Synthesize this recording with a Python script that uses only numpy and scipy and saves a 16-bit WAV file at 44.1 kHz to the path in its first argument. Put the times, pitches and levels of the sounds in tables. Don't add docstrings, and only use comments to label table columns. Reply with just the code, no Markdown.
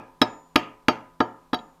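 import sys
import numpy as np
from scipy import signal
from scipy.fft import rfft, irfft
from scipy.io import wavfile
from scipy.ndimage import map_coordinates

SR = 44100
rng = np.random.default_rng(int(sys.argv[2]) if len(sys.argv) > 2 else 0)


def unload_wav(signal):
    wavfile.write(
        sys.argv[1],
        SR,
        np.round(np.clip(np.atleast_2d(signal).T, -1, 1) * 32767).astype(np.int16),
    )


def ratio_of_db(decibels):
    return 10 ** (np.asarray(decibels, float) / 20)


N = 79380
LEAD = SR // 5
LONG = SR * 7 // 10
STEEL_RISE_S = 0.00064


def along(points, hz):
    f, value = np.transpose(points)
    return np.interp(np.log(hz + 1), np.log(f + 1), value)


def noise(points, size):
    spectrum = rfft(rng.standard_normal(size))
    x = irfft(spectrum * ratio_of_db(along(points, np.fft.rfftfreq(size, 1 / SR))), size)
    return x / x.std()


def ring(modes, rise_s, detune):
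    t = np.arange(LONG) / SR
    hz, db, t60_s = np.transpose(modes)[:, :, None]
    level_luck, pitch_luck = rng.standard_normal((2, len(modes), 1))
    spread_db = 1.2
    decay = ratio_of_db(db + spread_db * level_luck - 60 * t / t60_s)
    waves = decay * np.sin(2 * np.pi * hz * (1 + detune * pitch_luck) * t)
    return -waves.sum(0) * (1 - np.exp(-t / rise_s))


def add(track, s, x):
    part = track[LEAD + round(s * SR):][:len(x)]
    part += x[:len(part)]


# (frequency [Hz], level [dB], t60 [s])
BENCH_TOP = [(116, -21, 0.45), (169.6, -18.5, .2), (257.5, 1, 0.11), (295.7, -3, 0.058), (352, -5, 0.1),
             (452.2, -4, 0.12), (611.7, -8.5, 0.14), (721.7, -6, 0.11), (890.6, -1, 0.065), (984, -2, 0.12),
             (1246, -1.5, 0.058), (1297.5, -5.5, 0.063), (1660, -6.5, 0.042), (1757, -4, 0.035)]
# (frequency [Hz], level [dB], t60 [s])
BENCH_FRAME = [(117, -36.5, 0.32), (160, -43, 0.44), (266.5, -39, .5), (352, -36.5, 0.66),
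               (431.7, -34, 0.61), (538, -30, 0.51), (690, -37, 0.47), (697, -32.5, .4),
               (794.5, -28.5, 0.48), (960, -50.5, .4), (903, -24, 0.46), (996, -36.5, 1),
               (1130, -34.5, 0.23), (1196, -26, 0.37)]
# (delay [s], level [dB])
BENCH_RETURNS = [(.0035, -8.5), (.0065, -5), (.0095, -5), (.012, -7)]


def bench_knock():
    t = np.arange(LONG) / SR
    grip_s, grip_db, closing_s = 0.012, -8, 0.0023
    grip = 1 - (1 - ratio_of_db(grip_db)) * np.clip((t - grip_s) / closing_s, 0, 1)
    direct = ring(BENCH_TOP, 0.0016, 0.004)
    knock = direct.copy()
    for delay_s, db in BENCH_RETURNS:
        knock += ratio_of_db(db) * np.pad(direct, (round(delay_s * SR), 0))[:LONG]
    return grip * knock + ring(BENCH_FRAME, .01, 0.0009)


# (frequency [Hz], level [dB])
CRACK_COLOUR = [(300, -1.5), (1200, 4), (2800, 4.5), (4500, -4.5), (7500, -22), (11000, -27), (15000, -27),
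                (16300, -37.5)]


def contact_crack():
    t = np.arange(LONG) / SR
    grit_db, grain = 8, 40
    bumps = rng.standard_normal(LONG // grain + 4)
    grit = ratio_of_db(grit_db * map_coordinates(bumps, [np.arange(LONG) / grain]))
    crack_t60_s, fizz_t60_s, fizz_db = 0.016, 0.04, -10.5
    fade = ratio_of_db(-60 * t / crack_t60_s) + ratio_of_db(fizz_db - 60 * t / fizz_t60_s)
    fade *= 1 - np.exp(-t / STEEL_RISE_S)
    return fade * grit * noise(CRACK_COLOUR, LONG)


def blow(bench_db, crack_db):
    return ratio_of_db(bench_db) * bench_knock() + ratio_of_db(crack_db) * contact_crack()


# (frequency [Hz], t60 [s])
SHOP_DECAY = [(100, .4), (300, 0.37), (450, 0.37), (1000, 0.43), (2200, 0.37), (4000, 0.26), (6000, 0.33),
              (14000, 0.17)]


def shop(x, air):
    level_db, delay_s = -16, 0.0049
    hz, t, z = signal.stft(air, SR, nperseg=256)
    decay = ratio_of_db(-60 * t / along(SHOP_DECAY, hz)[:, None])
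    tail = signal.istft(z * decay, SR, nperseg=256)[1]
    late = np.pad(x, (round(delay_s * SR), 0))
    return ratio_of_db(level_db) * signal.fftconvolve(late, tail / np.linalg.norm(tail))


def place(track, walls, s, x, wet_db):
    same = 0.81
    air = same * walls + np.sqrt(1 - same ** 2) * rng.standard_normal(LONG)
    add(track, s, x)
    add(track, s, ratio_of_db(wet_db) * shop(x, air))


# (time [s], bench level [dB], crack level [dB])
TAPS = [
    (-.115, -8.5, -10.5),
    (0.2154, -10, -12.5),
    (0.5572, -11.5, -15.5),
    (0.8836, -12, -15.5),
    (1.204, -12, -18.5),
    (1.5308, -17.5, -20),
]


def mallet_taps(track, walls):
    for s, bench_db, crack_db in TAPS:
        place(track, walls, s, blow(bench_db, crack_db), 0)


# (frequency [Hz], level [dB], t60 [s])
ARM = [(2686, -10.5, 0.027), (3320, 2.5, 0.024), (3863, 1.5, 0.051)]
PIN = [(5206, 2.5, 0.064), (5209, -24.5, 0.18), (13800, -19, 0.021)]
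SOCKET = [(3124, -1.5, .13), (4624, 1.5, 0.098), (5460, -4.5, 0.074), (6487, -13.5, 0.13)]
BUSHING = [(9900, -5.5, .012), (11040, -4, .03), (12100, -2, .012), (12700, -15.5, .04),
           (15030, -14.5, .012)]


def clink(*levels_db):
    parts = (ARM, PIN, SOCKET, BUSHING)
    return sum(ratio_of_db(db) * ring(part, STEEL_RISE_S, 0) for db, part in zip(levels_db, parts))


# (time [s], arm level [dB], pin level [dB], socket level [dB], bushing level [dB])
CLINKS = [(-.115, -29, -46, -49, -55), (.2160, -11, -18.5, -38.5, -27.5), (.2255, -30, -20, -54.5, -43),
          (.5572, -20.5, -29, -32, -24.5), (.570, -47, -56, -49.5, -41), (.587, -66, -66, -46, -50),
          (0.632, -53, -67, -67.5, -60), (0.883, -30, -42, -28.5, -43), (0.896, -47, -53, -44, -45),
          (1.2032, -27, -57, -36.5, -51.5), (1.532, -28, -47, -38, -54.5), (1.543, -22.5, -55, -39.5, -38),
          (1.589, -41, -74, -62, -71)]


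def steel_clinks(track, walls):
    for s, *levels_db in CLINKS:
        place(track, walls, s, clink(*levels_db), -11.5)


# (frequency [Hz], level [dB])
AIR_COLOUR = [(12, -23), (20, 0), (86, -21), (265, -24), (439, -21.5), (990, -15), (1790, -30),
              (14700, -40.5), (16400, -60)]
# (frequency [Hz], level [dB])
DRONE = [(165, -64), (258, -67)]


def hum():
    t = np.arange(N) / SR
    background = ratio_of_db(-62.5) * noise(AIR_COLOUR, N)
    for hz, db in DRONE:
        sway = 1 + 0.4 * noise([(8, 0), (20, -40), (100, -120)], N)
        background += ratio_of_db(db) * sway * np.sin(2 * np.pi * hz * t)
    return background


# (time [s], bench level [dB], crack level [dB])
RATTLES = [
    (0.2235, -59.5, -22.5),
    (.566, -68, -42.5),
    (0.896, -40, -35),
    (1.543, -31.5, -29),
]


def loose_rattles(track, walls):
    for s, bench_db, crack_db in RATTLES:
        place(track, walls, s, blow(bench_db, crack_db), 0)


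# (time [s], level [dB], swell [s])
ROD = [
    (0.236, -57, 0.089),
    (.895, -73, .03),
    (1.22, -70, .02),
    (1.55, -65.5, 0.047),
]


def rod(track):
    t = np.arange(LONG) / SR
    rod_hz, t60_s = 6990, 0.65
    for s, db, swell_s in ROD:
        swell = np.sin(np.pi / 2 * np.clip(t / swell_s, 0, 1)) ** 2
        decay = ratio_of_db(db - 60 * np.maximum(t - swell_s, 0) / t60_s)
        add(track, s, swell * decay * np.sin(2 * np.pi * rod_hz * t))


def scene():
    track = np.zeros(N + LEAD)
    walls = rng.standard_normal(LONG)
    mallet_taps(track, walls)
    steel_clinks(track, walls)
    loose_rattles(track, walls)
    rod(track)
    low_cut = signal.butter(2, 57, "high", fs=SR, output="sos")
    knocks = signal.sosfilt(low_cut, track)
    return (knocks[LEAD:] + hum())[None]


def top_cut(x):
    return signal.sosfilt(signal.butter(12, 16550, fs=SR, output="sos"), x)


def record(dry):
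    treble_limit = signal.butter(10, 16200, fs=SR, output="sos")
    mix = signal.sosfilt(treble_limit, dry)
    return top_cut(mix)


dry = scene()
out = record(dry)
unload_wav(out)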